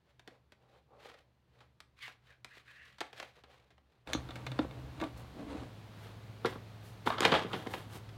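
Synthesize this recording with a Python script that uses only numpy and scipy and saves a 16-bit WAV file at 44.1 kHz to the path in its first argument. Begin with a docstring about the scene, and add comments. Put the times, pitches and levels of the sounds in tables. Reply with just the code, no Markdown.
"""A small quiet room with a low hum. A power cord is wound round a plastic desk fan: it rubs, zips and
taps on the housing. From 4 s everything is louder: the fan is gripped, knocks and is dragged away,
its plug clacking and the desk booming under it. Then a stiff paper shopping bag is carried in, pops
as it swings and crumples down on a wooden table, and its handles are let go with a swish.
Rubs and crackles are streams of tiny slips; knocks are clicks with a burst of chatter into a body."""
import sys
import numpy as np
from scipy import signal
from scipy.fft import rfft, irfft
from scipy.io import wavfile
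from scipy.ndimage import uniform_filter1d

SR = 44100
rng = np.random.default_rng(int(sys.argv[2]) if len(sys.argv) > 2 else 0)


def store_wav(level_fs):
    """Save 16-bit WAV to argv[1]."""
    pcm = np.round(np.clip(np.atleast_2d(level_fs), -1, 1) * 32767)
    wavfile.write(sys.argv[1], SR, pcm.T.astype(np.int16))


N = 360297


def from_db(db):
    """Decibels to gain."""
    return 10 ** (np.asarray(db) / 20)


def rms_one(x):
    """Scale to rms 1."""
    return x / np.sqrt(np.mean(x ** 2) + 1e-20)


def decay(t, t60):
    """An envelope that falls 60 dB in t60 seconds."""
    return np.exp(-np.log(1000) * t / t60)


def band(x, low, high):
    """Band-pass between two edges in Hz."""
    return signal.sosfilt(signal.butter(3, [low, high], "band", fs=SR, output="sos"), x)


def through(x, response):
    """Pass x through an impulse response."""
    return signal.fftconvolve(x, response)[:len(x)]


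def drift(per_s):
    """A random modulator that glides to a new value per_s times a second."""
    knots = rng.standard_normal(4096)
    return np.interp(np.arange(N) / SR * per_s, np.arange(len(knots)), knots)


def damped_body(colour, size=4096):
    """Minimum-phase impulse response of a well damped body with this EQ curve."""
    hz, db = np.transpose(colour)
    grid = np.maximum(np.fft.rfftfreq(size, 1 / SR), 1)
    octaves_outside = np.abs(np.log2(grid / np.clip(grid, hz.min(), hz.max())))
    gain = from_db(np.interp(np.log(grid), np.log(hz), db) - 10 * octaves_outside)
    cepstrum = irfft(np.log(gain))
    cepstrum[1:size // 2] *= 2
    cepstrum[size // 2 + 1:] = 0
    return irfft(np.exp(rfft(cepstrum)))


def ringing_body(modes):
    """Impulse response of a set of modes, each with the given gain at its peak."""
    t = np.arange(SR // 4) / SR
    out = np.zeros(len(t))
    for hz, db, t60 in modes:
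        damping = np.log(1000) / t60
        out += from_db(db) * 2 * damping / SR * np.cos(2 * np.pi * hz * t) * decay(t, t60)
    return out


def slips(per_s, spread_db, smooth_db):
    """Friction: tiny slips of very uneven size over a smooth hiss."""
    sizes = from_db(spread_db * np.minimum(rng.exponential(1, N), 4)) * rng.choice([-1, 1], N)
    grains = rms_one(sizes * (rng.random(N) < per_s / SR))
    return rms_one(grains + from_db(smooth_db) * rng.standard_normal(N))


def swell(peak_s, rise_s, fall_s, depth_db=22.5, roundness=1.56):
    """Envelope of a move: 1 at its fastest, depth_db down at the ends of its rise and fall."""
    t = np.arange(N) / SR - peak_s
    away = np.clip(np.maximum(-t / rise_s, t / fall_s), 0, 4)
    return from_db(-depth_db * away ** roundness)


def gains(moves):
    """One fader curve for each level column; overlapping moves add in power."""
    return np.sqrt(sum(np.outer(from_db(row[3:]), swell(*row[:3])) ** 2 for row in moves))


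# The thump, knock, snap and crack bands of a hit. Each row: low edge in Hz, high edge in Hz.
HIT_BANDS = [(130, 450), (450, 1500), (1500, 4500), (4500, 15500)]

def contacts(hits, body, click, crack_loss_db, treble_life=1.0):
    """A click and a dying chatter drive the body; weight adds thump, hardness adds snap and crack."""
    out, t = np.zeros(N + SR), np.arange(SR // 5) / SR
    lives = np.geomspace(1, treble_life, len(HIT_BANDS))
    for start_s, level_db, weight_db, hardness_db, t60 in hits:
        bands_db = level_db + np.array([weight_db, 0, hardness_db, 2 * hardness_db - crack_loss_db])
        start, chatter = int(start_s * SR), rng.standard_normal(len(t))
        for (low, high), db, life in zip(HIT_BANDS, bands_db, lives):
            force = chatter * decay(t, t60 * life)
            force[0] += click
            sound = band(through(force, body), low, high)
            attack_rms = np.sqrt(np.mean(sound[:SR // 100] ** 2))
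            out[start:start + len(t)] += from_db(db) * sound / attack_rms
    return out[:N]


def moving_resonance(x, centre_hz, width_hz, size=256):
    """A resonance whose centre glides, block by block."""
    out, state = np.zeros(N), np.zeros(2)
    radius = np.exp(-np.pi * width_hz / SR)
    for i in range(0, N, size):
        poles = [1, -2 * radius * np.cos(2 * np.pi * centre_hz[i] / SR), radius ** 2]
        out[i:i + size], state = signal.lfilter([1, 0, -1], poles, x[i:i + size], zi=state)
    return rms_one(out)


def singing_rub(strokes, width_hz, upper_db):
    """Stick-slip sings at the strongest stroke's gliding pitch and, more softly, about a fifth up."""
    t = np.arange(N) / SR
    levels = np.array([from_db(db) * swell(s, rise, fall) for s, rise, fall, db, _, _ in strokes])
    pitches = np.array([hz + glide * np.clip(t - s, -rise, fall)
                        for s, rise, fall, _, hz, glide in strokes])
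    centre_hz = pitches[levels.argmax(axis=0), np.arange(N)]
    friction = slips(per_s=2800, spread_db=4.5, smooth_db=7)
    lower, upper = [moving_resonance(moving_resonance(friction, hz, width_hz), hz, width_hz)
                    for hz in (centre_hz, 1.46 * centre_hz)]
    return levels.max(axis=0) * rms_one(lower + from_db(upper_db) * upper)


# The dark EQ of the room's air. Each row: frequency in Hz, relative level in dB.
AIR_COLOUR = [(20, -54.5), (45, 0), (170, 1), (280, -6), (420, -8), (650, -10), (1000, -13), (2000, -18),
              (4200, -22), (5300, -28.5), (8000, -34.5), (15500, -38)]
# The room's low drone. Each row: pitch in Hz, relative peak in dB, ring time in seconds.
DRONE_MODES = [(70.2, -0.5, 0.31), (120.1, 2.5, 0.44)]
# An appliance's hum: lower and upper pitch in Hz.
HUM_HZ = [106.2, 123.8]
# The background bed. Each row: start in seconds, then air, drone, lower hum and upper hum in dB.
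BED_LEVELS = [(0, -75, -73, -105, -78), (4.067, -54.5, -50.5, -100, -63), (5.66, -54.5, -71, -52.5, -59.5)]

def room_tone(fade_s=0.014):
    """A bed of soft air, low drone and two wavering hum tones that beat; its mix steps twice."""
    starts, *columns = np.transpose(BED_LEVELS)
    stretch = np.searchsorted(starts[1:], np.arange(N) / SR)
    air_db, drone_db, *hums_db = [uniform_filter1d(c[stretch], int(fade_s * SR) + 1) for c in columns]
    air = rms_one(through(rng.standard_normal(N), damped_body(AIR_COLOUR)))
    drone = rms_one(band(through(rng.standard_normal(N), ringing_body(DRONE_MODES)), 34, 141))
    out = from_db(air_db) * air + from_db(drone_db) * drone
    for hz, hum_db in zip(HUM_HZ, hums_db):
        phase = 2 * np.pi * np.cumsum(hz + drift(12)) / SR
        out += from_db(hum_db) * rms_one(np.sin(phase) * from_db(0.66 * drift(14)))
    return out


# Pulls of the cord. 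Each row: peak time, rise and fall in seconds, dull rub and bright rasp in dB.
CORD_PULLS = [(0.09, 0.072, 0.075, -75.5, -75.5), (0.335, 0.11, 0.072, -66, -73),
              (0.64, 0.1, .1, -71.5, -82), (0.76, 0.17, 0.08, -66.5, -74), (0.92, 0.04, 0.37, -63, -89),
              (1.07, 0.12, 0.12, -60, -58.5), (1.19, 0.04, 0.052, -70.5, -69),
              (1.59, 0.13, 0.13, -70.5, -73), (2.04, 0.063, 0.096, -80, -49.5),
              (2.09, 0.016, 0.044, -61, -67), (2.31, 0.12, 0.08, -71.5, -68), (2.57, .1, .07, -73, -60),
              (2.7, 0.097, 0.21, -78, -65), (2.88, 0.2, 0.16, -76.5, -65.5),
              (3.07, 0.08, 0.078, -71, -65.5), (3.2, 0.082, 0.13, -57.5, -54),
              (3.38, 0.056, .05, -65, -64.5), (3.5, 0.062, 0.25, -65.5, -68),
              (3.93, 0.12, .2, -77.5, -79.5)]
# The fan's hollow base. Each row: pitch in Hz, relative peak in dB, ring time in seconds.
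BASE_MODES = [(468, 5, .08), (574, -2, 0.061), (780, -2, 0.044)]
# EQ curves of the rub, the rasp and the taps. Each row: frequency in Hz, relative level in dB.
RUB_COLOUR = [(150, -19), (350, -3.5), (480, 0.5), (620, -0.5), (800, -2.5), (1200, -4.5), (2000, -29),
              (4000, -47)]
RASP_COLOUR = [(600, -29), (1100, 0), (1600, 2.5), (2400, 0.5), (4000, -2), (5500, -12), (9000, -19.5),
               (15000, -25.5)]
TAP_COLOUR = [(120, -15.5), (280, 2), (480, 4.5), (750, 20.5), (1100, 13), (1500, 7), (2600, 3), (3700, 2),
              (5500, -5), (8000, -10.5), (12000, -20), (16000, -23)]
# Light taps. Each row: start in seconds, level, weight and hardness in dB, decay in seconds.
CORD_TAPS = [(0.1947, -62, -6, 3, 0.044), (0.2761, -55, 3, 2.5, 0.062), (0.521, -62.5, -0.5, 2.5, 0.06),
             (1.0559, -55, 0.5, -11, 0.026), (1.0985, -59, -6, 1, 0.038), (1.1409, -59, -11, -1, 0.075),
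             (1.6053, -61.5, -7, -0.5, 0.12), (1.8033, -60.5, -12, 7, 0.039), (2.0794, -52, -14, -1, 0.022),
             (2.446, -54, -7, 6.5, .036), (2.5711, -64.5, 5, -11, 0.025), (2.9839, -59.5, -14, 3, 0.071),
             (3.0057, -44, 0, 4.5, 0.065), (3.012, -37.5, -7, -3, 0.044), (3.1298, -54, -4, 0.5, 0.05),
             (3.1998, -46.5, -8, 2.5, 0.033), (3.2271, -46.5, -7, -1.5, 0.043),
             (3.4374, -59.5, -2, 0, 0.058), (3.7049, -68, 1, 1.5, 0.12), (3.7799, -65, -10, -3.5, 0.039)]
# The taut cord singing on the grille. Each row: peak time, rise and fall in seconds, level in dB,
# pitch in Hz, glide in Hz per second.
CORD_ZIPS = [(2.04, 0.047, 0.076, -48.5, 2080, -6500), (2.31, 0.046, .055, -62.5, 1680, -2500),
             (2.52, 0.041, 0.069, -60, 1780, 5000), (2.69, .04, 0.11, -58.5, 1660, 1500),
             (2.81, 0.17, .15, -57.5, 1810, 900)]

def cord():
    """The cord rubs dully on the base, rasps and zips along the grille and taps the housing."""
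    rub_gain, rasp_gain = gains(CORD_PULLS)
    base = ringing_body(BASE_MODES)
    base[0] += 1  # the dry rub passes along with the ring
    rub_body = through(base, damped_body(RUB_COLOUR))
    rub = rms_one(through(slips(per_s=580, spread_db=3.5, smooth_db=2.5), rub_body))
    rasp = rms_one(through(slips(per_s=4800, spread_db=5, smooth_db=1.5), damped_body(RASP_COLOUR)))
    rasp *= from_db(3 * drift(110))  # the ribs of the grille make it flutter
    taps = contacts(CORD_TAPS, damped_body(TAP_COLOUR), click=6.2, crack_loss_db=13, treble_life=0.71)
    zips = singing_rub(CORD_ZIPS, width_hz=380, upper_db=-6)
    return taps + rub_gain * rub + rasp_gain * rasp + zips


# Shoves and drags. Each row: peak time, rise and fall in seconds, groan and scrape in dB.
FAN_SHOVES = [(4.095, 0.03, 0.21, -57, -47.5), (4.38, 0.28, 0.64, -58.5, -57),
              (4.63, 0.17, 0.034, -57, -51.5), (4.77, 0.15, 0.33, -54, -62),
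              (5.06, 0.17, 0.051, -47.5, -52), (5.2, 0.12, 0.18, -65.5, -59),
              (5.405, 0.08, 0.095, -42.5, -55.5), (5.51, 0.061, 0.12, -41.5, -50),
              (5.59, 0.083, 0.15, -46.5, -52)]
# The fan's housing. Each row: pitch in Hz, relative peak in dB, ring time in seconds.
HOUSING_MODES = [(298.5, 5.5, 0.038), (480, -7, 0.051), (656, -13, 0.044), (800, -29, 0.1),
                 (1146, -12, 0.12), (1350, -36, 0.09), (2155, -8.5, 0.035), (3500, -12, 0.013)]
# The EQ of scraping plastic. Each row: frequency in Hz, relative level in dB.
SCRAPE_COLOUR = [(500, 10), (1000, 8), (2000, -2), (4000, -5.5), (5500, -16.5), (7500, -16.5),
                 (10000, -20.5), (15000, -48)]
# Knocks and creaks. Each row: start in seconds, level, weight and hardness in dB, decay in seconds.
FAN_KNOCKS = [(4.0734, -50.5, -2, 1, 0.043), (4.1332, -40.5, -5, 7, 0.017), (4.1492, -37.5, 6, -7, 0.021),
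              (4.2894, -50, 3, -3, 0.037), (4.307, -49.5, -14, 0.5, .045), (4.3567, -52, 1, 4.5, 0.062),
              (4.4659, -43.5, -11, 2, 0.05), (4.5175, -48, 2, 1.5, .035), (4.5904, -31.5, 5.5, -8, 0.029),
              (4.647, -46.5, 5, -17, 0.037), (4.7105, -54, -8, -0.5, 0.016), (5.0011, -47, -17, 0, .043),
              (5.0135, -47, 13.5, 3, 0.04), (5.0245, -36, -7, -20, 0.073), (5.0382, -49.5, 1, 3, 0.032)]

def fan():
    """The base scrapes over the desk; its judder and the knocks ring the hollow plastic housing."""
    groan_gain, scrape_gain = gains(FAN_SHOVES)
    judder = band(slips(per_s=550, spread_db=2, smooth_db=-18), 110, 1120)
    # pressed on the desk, the housing rings lower and friction keeps it ringing longer
    pressed = ringing_body([(hz * 0.93, db, t60 * 2) for hz, db, t60 in HOUSING_MODES])
    groan = rms_one(through(judder, pressed))
    plastic = damped_body(SCRAPE_COLOUR)
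    scrape = rms_one(through(slips(per_s=2000, spread_db=7, smooth_db=4.5), plastic))
    housing = ringing_body(HOUSING_MODES)
    housing[:len(plastic)] += from_db(-16.5) * plastic  # the dry tick of the contact itself
    knocks = contacts(FAN_KNOCKS, housing, click=7.3, crack_loss_db=16)
    return knocks + groan_gain * groan + scrape_gain * scrape


# The shimmer of plug and grille. Each row: pitch in Hz, level in dB, ring time in seconds.
PLUG_CLUSTERS = [(3470, -34.5, 0.075), (4330, -47, 0.17), (6450, -40.5, 0.11)]

def plug(hit_s=4.134):
    """The plug clacks on the grille and both ring briefly in bright clusters of close modes."""
    t = np.arange(N) / SR - hit_s
    out = np.zeros(N)
    for hz, db, t60 in PLUG_CLUSTERS:
        cluster = rms_one(band(rng.standard_normal(N), hz * 0.897, hz * 1.025))
        out += cluster * (t > 0) * from_db(db) * decay(np.clip(t, 0, 1), t60)
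    return out


# Booms of the desk. Each row: peak time, rise and fall in seconds, level in dB.
DESK_BOOMS = [(4.18, .05, 0.22, -47.5), (4.52, 0.17, 0.25, -43.5), (4.83, 0.18, 0.081, -46)]

def desk(pitch_hz=127.4, wander_hz=5.2):
    """The lowest mode of the desk top booms unsteadily as the fan's weight shifts."""
    boom_gain, = gains(DESK_BOOMS)
    phase = 2 * np.pi * np.cumsum(pitch_hz + wander_hz * drift(40)) / SR
    return boom_gain * rms_one(np.sin(phase))


# A brush of cloth. Each row: peak time, rise and fall in seconds, level in dB.
CLOTH_BRUSHES = [(5.177, 0.015, 0.065, -64)]
# The airy EQ of brushing cloth or paper. Each row: frequency in Hz, relative level in dB.
SWISH_COLOUR = [(1500, -10), (4000, 3), (6000, 0), (10000, 0), (13000, -2), (15500, -5)]

def cloth_brush():
    """Cloth brushes past with a short, bright swish as the fan is carried off."""
    brush_gain, = gains(CLOTH_BRUSHES)
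    friction = slips(per_s=2200, spread_db=6, smooth_db=-1)
    return brush_gain * rms_one(through(friction, damped_body(SWISH_COLOUR)))


# The bag flexing. Each row: peak time, rise and fall in seconds, crumple and swish in dB.
BAG_FLEXES = [(6.05, 0.15, 0.13, -54.5, -69), (6.5, 0.088, 0.093, -47.5, -64), (6.86, .045, 0.15, -64, -64),
              (7.068, 0.015, 0.069, -37, -53.5), (7.12, 0.072, 0.094, -41, -67),
              (7.245, 0.08, .12, -30, -61), (7.35, 0.098, 0.15, -34.5, -76), (7.57, 0.16, 0.15, -47, -64),
              (7.745, 0.067, 0.023, -46.5, -57), (7.78, 0.2, .11, -49, -62),
              (7.96, 0.087, 0.048, -48.5, -57.5)]
# Its panels and hollow. Each row: pitch in Hz, relative peak in dB, ring time in seconds.
BAG_MODES = [(302, -21, 0.22), (454, -6.5, 0.058), (524, -2, 0.18), (753, -6, 0.29), (865, -7, 0.2),
             (1000, -8, 0.22), (1184, -8, 0.29), (1700, -3, 0.2), (2130, -2, 0.12), (3340, -7, 0.22),
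             (3700, 5, 0.15)]
# The EQ of stiff paper. Each row: frequency in Hz, relative level in dB.
PAPER_COLOUR = [(41, -69), (70, -8), (174, -4), (244, -2), (385, -0.5), (451, -4), (579, -5), (761, -3),
                (1070, -5.5), (2070, -11), (2660, -14.5), (3260, -11), (6160, -29), (9060, -35),
                (16000, -49.5)]
# Panels buckling and landing. Each row: start in seconds, level, weight and hardness in dB,
# decay in seconds.
BAG_POPS = [(6.4475, -28, -2.5, -15, 0.054), (6.4569, -42.5, 5, 6.5, .07), (6.5551, -48, 4, -24, 0.052),
            (7.0737, -27.5, -11, -10.5, 0.016), (7.1031, -30, -30, -9, 0.02), (7.1828, -38, -20, -2, .036),
            (7.2061, -43.5, 10.5, 11.5, 0.0078), (7.2208, -38.5, 3, 2, 0.011),
            (7.2293, -33, -10, 0.5, 0.08), (7.251, -22, -12, 1, 0.04), (7.3198, -26.5, -2.5, -2.5, 0.068),
            (7.3402, -26, -12, -4, 0.049), (7.3502, -27.5, -27, -3.5, 0.16),
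            (7.4463, -51, 14.5, -12, 0.073), (7.5317, -36.5, -7, -1, .1), (7.5387, -47, 11.5, -6, 0.063),
            (7.6629, -44.5, 6.5, -13, .055), (7.6695, -46, -4, 0.5, 0.036),
            (7.7373, -39.5, -9, -0.5, 0.043), (8.0904, -65.5, 5, 7.5, 0.046)]
# Skids on the table. Each row: peak time, rise and fall in seconds, level in dB, pitch in Hz,
# glide in Hz per second.
BAG_SKIDS = [(7.116, .014, 0.064, -38.5, 1140, 1200), (7.19, .05, .08, -44, 1160, -300),
             (7.515, .016, 0.025, -47, 1240, 1100)]

def bag():
    """Stiff panels pop, creases crackle in clumps, the base skids, and handles brush the paper."""
    crumple_gain, swish_gain = gains(BAG_FLEXES)
    panels = ringing_body(BAG_MODES)
    panels[0] += 1  # each snap is heard dry as well as ringing the bag
    paper = through(panels, damped_body(PAPER_COLOUR))
    creases = slips(per_s=1800, spread_db=3.5, smooth_db=-3) * from_db(1.8 * drift(90))
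    crumple = rms_one(through(creases, paper))
    swish = rms_one(through(slips(per_s=1000, spread_db=5, smooth_db=3), damped_body(SWISH_COLOUR)))
    pops = contacts(BAG_POPS, paper, click=5.3, crack_loss_db=14.5)
    skids = singing_rub(BAG_SKIDS, width_hz=460, upper_db=-24)
    return pops + crumple_gain * crumple + swish_gain * swish + skids


def in_room(x, wet_db, gap_s, t60=0.25, treble_t60=0.21):
    """Direct sound plus a short diffuse tail that loses its treble first."""
    t = np.arange(SR // 2) / SR
    noise = rng.standard_normal(len(t)) * np.clip(t / gap_s - 1, 0, 1)
    low = band(noise, 168, 3360) * decay(t, t60)
    high = band(noise, 4800, 12800) * decay(t, treble_t60)
    tail = low + from_db(-1.5) * high
    full_band_gain = np.sqrt(np.sum((noise * decay(t, t60)) ** 2))
    return x + from_db(wet_db) * through(x, tail / full_band_gain)


def scene():
    """The mono mix: the fan is close by; the bag is farther off, with more room around it."""
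    winding = in_room(cord(), wet_db=-9.5, gap_s=0.0052)
    dragging = in_room(fan() + cloth_brush() + plug(), wet_db=-11, gap_s=0.0016)
    carrying = in_room(bag(), wet_db=-8.5, gap_s=0.0042)
    return (winding + dragging + desk() + carrying + room_tone())[None]


def record(dry, cutoff_hz=15900):
    """A steep low-pass takes off the very top."""
    return signal.sosfilt(signal.ellip(10, .1, 70, cutoff_hz, fs=SR, output="sos"), dry)


dry = scene()
out = record(dry)
store_wav(out)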